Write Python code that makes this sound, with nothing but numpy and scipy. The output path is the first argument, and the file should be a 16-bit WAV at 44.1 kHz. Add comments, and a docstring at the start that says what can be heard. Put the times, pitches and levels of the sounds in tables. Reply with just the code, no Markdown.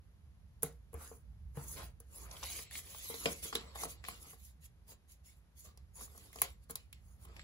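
"""A low rumble wavers in a quiet room, then stiff paper edges snap and knock the desk under an overhead microphone pair.
Hands smooth a sticker, slide loose pages over a desk mat and flex a sticker sheet: fibres hiss, the sheet rustles.
Snaps are spikes and noise bursts with ringing resonances; rubbing is coloured, uneven noise under stroke-shaped swells.
Sparse echoes answer snaps and rubbing; rumble and air are steady noise, the rumble with a moving level.
"""
import sys
import numpy as np
from scipy import signal
from scipy.fft import rfft, irfft, next_fast_len
from scipy.io import wavfile
from scipy.ndimage import uniform_filter1d, map_coordinates

SR = 44100
rng = np.random.default_rng(int(sys.argv[2]) if len(sys.argv) > 2 else 0)


def transcribe(u):
    """Save the signal u as a 16-bit wav file named by the first command-line argument.

    u: samples, shape (n,) or (channels, n), limited to [-1, 1]; the rate is SR.
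    q: integer samples, one column per channel.
    """
    v = np.clip(np.atleast_2d(u).T, -1, 1)
    q = np.round(v * 32767).astype(np.int16)
    wavfile.write(sys.argv[1], SR, q)


N = 327795

# snaps of stiff paper and finger taps, levels relative to their filters:
# start_s, edge_crack_db, sheet_flick_db, flick_pitch_hz, desk_knock_db, knock_pitch_hz
PAPER_SNAPS = [(0.6235, -32, -47, 6400, -58, 576), (0.6318, -12, -37, 1510, -34, 437),
               (0.931, -47, -69, 2750, -50, 440), (0.9416, -37.5, -83, 1260, -44, 450),
               (1.1136, -72, -77, 1100, -47, 450), (1.571, -42.5, -52, 2113, -40.5, 437),
               (2.0021, -39.5, -60.5, 6170, -57, 427), (2.312, -59, -41.5, 5830, -62, 273),
               (2.367, -63, -43.5, 3230, -77, 1100), (2.429, -60, -39, 3440, -47.5, 1150),
               (2.4329, -60, -38, 6100, -49.5, 1110), (2.4383, -60, -39, 2840, -47.5, 1100),
               (2.528, -55, -39.5, 6100, -73, 1100), (2.59, -81, -39.5, 2290, -54, 730),
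               (2.7109, -42, -41.5, 1860, -65, 850), (2.753, -48, -35.5, 2220, -63, 1000),
               (2.789, -68, -45, 2400, -60, 1100), (2.947, -64, -42.5, 1380, -52, 880),
               (3.0989, -59, -69, 3800, -40.5, 472), (3.141, -65, -41, 4200, -42.5, 466),
               (3.257, -34.5, -18.5, 2420, -27.5, 545), (3.5275, -55, -29, 1320, -38.5, 855),
               (3.5528, -22.5, -24, 3600, -34.5, 407), (3.7568, -53, -43.5, 1300, -45.5, 1090),
               (3.834, -59, -36.5, 5960, -36, 880), (3.8523, -40.5, -42.5, 2050, -41.5, 347),
               (4.04, -52.5, -38, 2030, -52, 966), (4.0485, -64.5, -38, 2130, -57, 966),
               (4.0854, -30, -36, 2190, -40, 1120), (4.13, -75, -64, 1300, -58, 372),
               (4.26, -70, -76.5, 1160, -61, 270), (4.332, -65, -53, 1110, -52, 690),
               (4.4502, -43, -59.5, 5560, -92.5, 240), (5.7745, -49, -54.5, 5370, -62, 605),
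               (6.009, -59, -51.5, 1410, -51.5, 1000), (6.079, -68, -53, 1000, -62.5, 966),
               (6.115, -69, -68.5, 1000, -64.5, 690), (6.149, -69, -72, 1000, -56.5, 734),
               (6.303, -70, -62, 1130, -69, 1100), (6.1772, -40, -55, 6050, -62.5, 1110),
               (6.33, -43, -50.5, 2070, -66, 760), (6.3588, -43.5, -47.5, 5500, -46.5, 730),
               (6.3865, -45.5, -42, 2680, -54.5, 435), (6.418, -8.5, -24.5, 2245, -34.5, 1025),
               (6.6977, -41, -47, 1530, -46.5, 570), (6.7083, -27, -73, 6500, -59, 473),
               (6.7557, -22.5, -37.5, 4540, -52.5, 1230), (6.9282, -39, -44, 2620, -72.5, 1200),
               (7.252, -46, -56.5, 3270, -57, 810), (7.3653, -53, -44, 2500, -82, 1120),
               (7.394, -73.5, -39.5, 1900, -78, 447)]


def amp(db):
    """dB to gain."""
    return 10 ** (np.asarray(db) / 20)


def evened(x):
    """Scales so that the mean of the channels has rms 1."""
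    mono = np.atleast_2d(x).mean(0)
    return x / np.sqrt(np.mean(mono ** 2) + 1e-20)


def read(points, hz):
    """Reads a table on a log-frequency axis, holding its end values."""
    f, value = np.transpose(points)
    return np.interp(np.log(hz + 1), np.log(f + 1), value)


def ports(a, b, hz):
    """Two microphone ports share spectrum a; the left also hears b, with a lag and a level lean between them."""
    # likeness of the two ports: pitch_hz, likeness (0 to 1)
    likeness_by_hz = [(60, 0.93), (300, 0.75), (800, 0.26), (2500, 0.53), (5000, 0.043), (7000, 0.73),
                      (9000, 0.98)]
    # left level over right: pitch_hz, lean_db
    lean_by_hz = [(40, -4), (120, -2.5), (400, 0.5), (2000, 1.5), (5000, -2.5), (7500, -0.5)]
    # the treble reaches the left port late, the lower range early: pitch_hz, left_delay_samples
    lag_by_hz = [(6000, -6), (6900, 8)]
    same = np.clip(read(likeness_by_hz, hz), 0, 1)
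    late = np.exp(-2j * np.pi * hz * read(lag_by_hz, hz) / SR)
    left = (same * a + np.sqrt(1 - same ** 2) * b) * late
    half_lean_db = read(lean_by_hz, hz) / 2
    return np.array([left * amp(half_lean_db), a * amp(-half_lean_db)])


def coloured(a, b, colour):
    """Gives two raw signals a colour, -80 dB outside its table, and passes them to the ports."""
    size = next_fast_len(N)
    hz = np.fft.rfftfreq(size, 1 / SR)
    outside = (hz < colour[0][0]) | (hz > colour[-1][0])
    gain = amp(np.where(outside, -80, read(colour, hz)))
    return irfft(ports(rfft(a, size), rfft(b, size), hz) * gain, size)[:, :N]


def background():
    """A rumble gathered round one low resonance swells and sinks over faint steady air."""
    # level of the rumble: time_s, level_db
    rumble_level = [(0, -59), (0.6, -56.5), (1.049, -59.5), (1.4, -51.5), (1.85, -51.5), (2.05, -60),
                    (2.3, -54.5), (3.3, -59.5), (3.95, -55.5), (4.3, -61.5), (4.602, -58), (5.1, -64.5),
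                    (5.601, -60.5), (5.798, -58), (6.25, -59), (6.5, -58), (6.851, -59.5), (7.43, -54.5)]
    # relative spectrum of the rumble: pitch_hz, level_db
    rumble_colour = [(20, -17), (36, -24.5), (51, -4), (59, 1), (70, -2), (100, -11.5), (160, -18),
                     (260, -33)]
    # relative spectrum of the room air: pitch_hz, level_db
    air_colour = [(150, 5.5), (300, -8.5), (700, -12), (1800, -17), (3000, -20.5), (6500, -25), (8000, -27),
                  (11600, -23.5), (12300, -25.5)]
    s, db = np.transpose(rumble_level)
    rumble = evened(coloured(*rng.standard_normal((2, N)), rumble_colour))
    air = evened(coloured(*rng.standard_normal((2, N)), air_colour))
    rumble_gain = amp(np.interp(np.arange(N) / SR, s, db))
    return rumble_gain * rumble + amp(-75.5) * air


def ringing(t, hz, db, t60, phase):
    """A decaying mode that swells in over about a cycle, reaching the two ports with unlike phase."""
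    port_phase = np.array([[0], [.7]])  # radians
    swell_in = 1 - np.exp(-t * hz)
    return amp(db - 60 * t / t60) * np.sin(2 * np.pi * hz * t + phase + port_phase) * swell_in


def placed(x):
    """Shifts the left port in time as the hands move across the desk."""
    # where the hands work, on top of the lag of the ports: time_s, left_delay_samples
    hand_places = [(1.099, 4), (2.3, 0), (2.45, 5.5), (2.95, 2), (3.05, -5.5), (3.6, -1), (4.2, -2)]
    s, delay = np.transpose(hand_places)
    n = np.arange(N)
    left = map_coordinates(x[0], [n - np.interp(n / SR, s, delay)], order=3)
    return np.array([left, x[1]])


def snaps():
    """Each snap is a spike and a burst of a few ms; the sheet rings broadly and the desk in its own modes."""
    # relative spectrum of the cracking edge: pitch_hz, level_db
    crack_colour = [(5000, -34), (7000, -14.5), (9500, -7.5), (11200, -0.5), (12800, -14), (16000, -10.5),
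                    (17000, -33)]
    # modes of the desk, levels relative to the knock: pitch_hz, level_db, t60_s
    desk_modes = [(258.5, -1.5, 0.11), (460.4, 5.5, 0.047), (720, -4.5, 0.053), (827, 5.5, 0.021),
                  (1097, 10.5, 0.02), (1406, -10.5, 0.041)]
    # heavier landings of a hand or page: start_s, level_db (before the swell-in), pitch_hz, t60_s
    landings = [(0.636, -37, 153, 0.15), (0.943, -31, 74.3, 0.13), (1.571, -30, 142.6, 0.11),
                (3.553, -48.5, 219, 0.17), (4.26, -49.5, 131, 0.062)]
    t = np.arange(9000) / SR
    crack, body = np.zeros((2, 2, N + len(t)))
    for s, crack_db, flick_db, flick_hz, knock_db, knock_hz in PAPER_SNAPS:
        at = slice(round(s * SR), round(s * SR) + len(t))
        noise = rng.standard_normal((4, len(t)))
        noise[:2, 0] = amp(17.)  # the edge lets go at once
        crack[:, at] += amp(crack_db - 60 * t / 0.024) * noise[:2]
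        # the flicked corner of the sheet is one broad resonance with a short ring at its centre
        push = amp(flick_db - 60 * t / 0.017) * (1 - np.exp(-t / 0.0024)) * noise[2:]
        push[:, 20] += amp(flick_db + 3.5)
        broad = amp(10.5) * signal.lfilter(*signal.iirpeak(flick_hz, 2.1, SR), push)
        ring = amp(13) * signal.lfilter(*signal.iirpeak(flick_hz, 9.0, SR), push)
        body[:, at] += signal.lfilter(*signal.butter(2, 900, "high", fs=SR), broad + ring)
        for hz, db, t60 in desk_modes:  # modes near the pitch of the struck spot ring most
            detune, phase = rng.standard_normal(2)
            mode_db = knock_db + db - 11 * abs(np.log2(hz / knock_hz))
            body[:, at] += ringing(t, hz * (1 + 0.012 * detune), mode_db, t60, phase)
    for s, db, hz, t60 in landings:
        body[:, round(s * SR):][:, :len(t)] += ringing(t, hz, db, t60, 0)
    crack = coloured(*crack[:, :N], crack_colour)
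    return crack + placed(coloured(*body[:, :N], [(30, 0), (12000, 0)]))


def rustling_on(t):
    """Power of fibres, sheet and desk as the paper settles after each snap."""
    below_snap_db = [-35.5, -22.5, -13.5]  # added to the crack, flick and knock levels
    fade_db_per_s = [278.5, 286, 304]
    power = np.zeros((3, N))
    for s, crack_db, flick_db, _, knock_db, _ in PAPER_SNAPS:
        start_db = np.add([crack_db, flick_db, knock_db], below_snap_db)[:, None]
        at = slice(round(s * SR), round(s * SR) + SR // 4)
        power[:, at] += amp(start_db - np.outer(fade_db_per_s, t[at] - s)) ** 2
    return power


def room(x):
    """Sparse echoes of random sign, each band dying at its own speed."""
    # decay of the room: pitch_hz, t60_s
    room_decay = [(100, 0.29), (3000, 0.2), (10000, 0.091)]
    taps = np.zeros(SR // 2)
    at = np.arange(350, len(taps) - 20, 20)
    taps[at + rng.integers(0, 20, len(at))] = rng.choice([-1., 1.], len(at))
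    taps[round(.0098 * SR)] = 0.89  # an early echo from one hard surface close by
    hz, t, z = signal.stft(taps, SR, nperseg=256)
    decay = amp(-60 * t / read(room_decay, hz)[:, None])
    tail = signal.istft(z * decay, SR, nperseg=256)[1]
    return signal.oaconvolve(x, tail[None] / np.linalg.norm(tail), axes=1)[:, :N]


def strokes(t):
    """Power of fibres, sheet and desk: every stroke of hands and pages swells and sinks along one arch."""
    # strokes, each one swell: loudest_s, rise_s, fall_s, fibre_hiss_db, sheet_rustle_db, desk_drag_db
    hand_strokes = [(0.948, 0.013, 0.25, -85, -83, -58.5), (1.057, 0.2, 0.24, -56.5, -94, -70),
                    (1.07, 0.25, 0.032, -72, -68.5, -68), (1.579, 0.057, 0.18, -62, -72, -58.5),
                    (1.73, 0.3, 0.25, -52.5, -71.5, -65.5), (1.776, 0.036, 0.16, -63, -57, -55),
                    (1.829, 0.24, 0.15, -60, -67, -62), (2.21, 0.23, 0.11, -59, -74.5, -66.5),
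                    (2.323, 0.39, 0.24, -71, -73.5, -60.5), (2.435, 0.022, 0.51, -70, -54.5, -77),
                    (2.56, 0.46, 0.17, -48, -59.5, -63.5), (2.771, 0.12, 0.084, -48, -54.5, -65),
                    (2.9, 0.29, 0.42, -58.5, -66, -71), (3.1, 0.46, 0.98, -52.5, -59, -71.5),
                    (3.247, 0.14, 0.019, -49.5, -70, -55), (3.332, 0.078, 0.0058, -41.5, -62, -62),
                    (3.436, 0.031, 0.16, -45, -55, -58), (3.557, 0.022, 0.036, -49, -59.5, -45),
                    (3.61, 0.042, 1, -98, -69.5, -63.5), (3.76, 0.022, 0.026, -57.5, -58, -49),
                    (3.831, 0.12, 0.06, -44.5, -54, -54), (3.895, 0.038, 0.11, -51.5, -61, -81),
                    (4.09, 0.1, 0.18, -58.5, -58, -65.5), (4.289, 0.32, 0.15, -58.5, -69, -67.5),
                    (4.461, 0.22, 0.13, -66, -75, -100), (4.66, 0.092, 0.021, -62, -70, -91.5),
                    (4.916, 0.088, 0.058, -61, -69, -66), (5.109, 0.057, 0.11, -65.5, -73.5, -85),
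                    (5.26, 0.045, 0.24, -66, -76.5, -101), (5.591, 0.062, 0.19, -56.5, -75.5, -104),
                    (5.66, 0.033, 0.15, -83.5, -73, -68), (6.011, 0.11, 0.12, -50, -65.5, -61.5),
                    (6.231, 0.32, 0.2, -63, -72, -70), (6.404, 0.2, 0.1, -58, -67, -67.5),
                    (6.641, 0.059, 0.032, -76.5, -81, -107), (6.713, 0.039, 0.025, -55, -64.5, -60),
                    (7.112, 0.2, 0.15, -75.5, -111, -79.5), (7.249, 0.12, 0.022, -67.5, -76, -70.5),
                    (7.301, 0.13, 0.39, -79.5, -75, -67), (7.379, 0.05, 0.078, -89, -79, -63)]
    pointedness = 4.97  # the higher, the more pointed a stroke
    power = np.zeros((3, N))
    for s, rise, fall, *dbs in hand_strokes:
        away = np.where(t < s, (s - t) / rise, (t - s) / fall)
        near = np.clip(1 - away, 0, 1)
        arch = np.sin(np.pi / 2 * near) ** pointedness
        power += (amp(dbs)[:, None] * arch) ** 2
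    return power


def drift(seconds):
    """Slow random wandering of rms 1: noise averaged twice over the given time."""
    size = int(seconds * SR) + 1
    once = uniform_filter1d(rng.standard_normal(N), size)
    return evened(uniform_filter1d(once, size))


def hiss(colour, grit_db, flutter_db, patchy_db):
    """Dense noise with uneven grains; it flutters as the contact slips, and its resonances wander as paper bends."""
    grains = uniform_filter1d(rng.exponential(1, N) ** 2, 24)
    grit = amp(grit_db * grains + flutter_db * drift(0.023))
    noise = coloured(*(grit * rng.standard_normal((2, N))), colour)
    z = signal.stft(noise, nperseg=512, noverlap=384)[2]
    # random gains, smoothed over neighbouring frequencies and then over time
    patches = uniform_filter1d(rng.standard_normal(z.shape[1:]), size=3, axis=0)
    patches = uniform_filter1d(patches, size=14, axis=1)
    z = z * amp(patchy_db * patches / patches.std())
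    return evened(signal.istft(z, nperseg=512, noverlap=384)[1][:, :N])


def scrape(t):
    """A fingertip smooths the sticker: noise in one narrow resonance that climbs along the stroke."""
    # the fingertip's path: start_s, end_s, from_hz, to_hz, width_hz, level_db
    fingertip = (0.99, 1.1, 1050, 1800, 220, -63)
    start, end, from_hz, to_hz, width_hz, db = fingertip
    along = np.clip((t - start) / (end - start), 0, 1)
    turn = 2 * np.pi * np.cumsum(from_hz + (to_hz - from_hz) * along) / SR
    a, b = signal.lfilter(*signal.butter(2, width_hz / 2, fs=SR), rng.standard_normal((2, N)))
    tone = evened(a * np.cos(turn) + b * np.sin(turn))
    return amp(db) * np.sin(np.pi * along) * tone


def rubbing():
    """Fibres, sheet and desk answer the same strokes and snaps in their own ranges."""
    # relative spectra of paper fibres, flexed sheet and dragging over the desk: pitch_hz, level_db
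    fibre_colour = [(3200, -16.5), (5500, -3.5), (6800, 3.5), (8300, 0.5), (10500, 4), (11500, 6.5),
                    (12400, -5.5), (15600, 2.5), (16200, -53)]
    sheet_colour = [(1000, -12), (1620, -10.5), (2100, 3), (2700, 0.5), (3500, 1.5), (4500, 2.5),
                    (6200, -8.5), (8000, -1)]
    drag_colour = [(140, 7), (250, 1.5), (470, 3.5), (700, 0.5), (1150, 1.5), (1600, -5), (3300, -18)]
    t = np.arange(N) / SR
    levels = np.sqrt(strokes(t) + rustling_on(t))
    fibres = hiss(fibre_colour, grit_db=2.0, flutter_db=2.5, patchy_db=5.0)
    sheet = hiss(sheet_colour, grit_db=1.95, flutter_db=0.5, patchy_db=4.0)
    drag = hiss(drag_colour, grit_db=2.5, flutter_db=1.0, patchy_db=3.5)
    return levels[0] * fibres + placed(levels[1] * sheet + levels[2] * drag + scrape(t))


def scene():
    """Hands, paper, their echo and the background."""
    hits, rubs = snaps(), rubbing()
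    echo = room(amp(-16.5) * hits + amp(-11.5) * rubs)
    return hits + rubs + echo + background()


def record(dry):
    """The band limit of the recorder: a steep low-pass at 16900 Hz."""
    low_pass = signal.firwin(511, 16900, window=("kaiser", 9), fs=SR)
    return signal.oaconvolve(dry, low_pass[None], "same")


dry = scene()
out = record(dry)
transcribe(out)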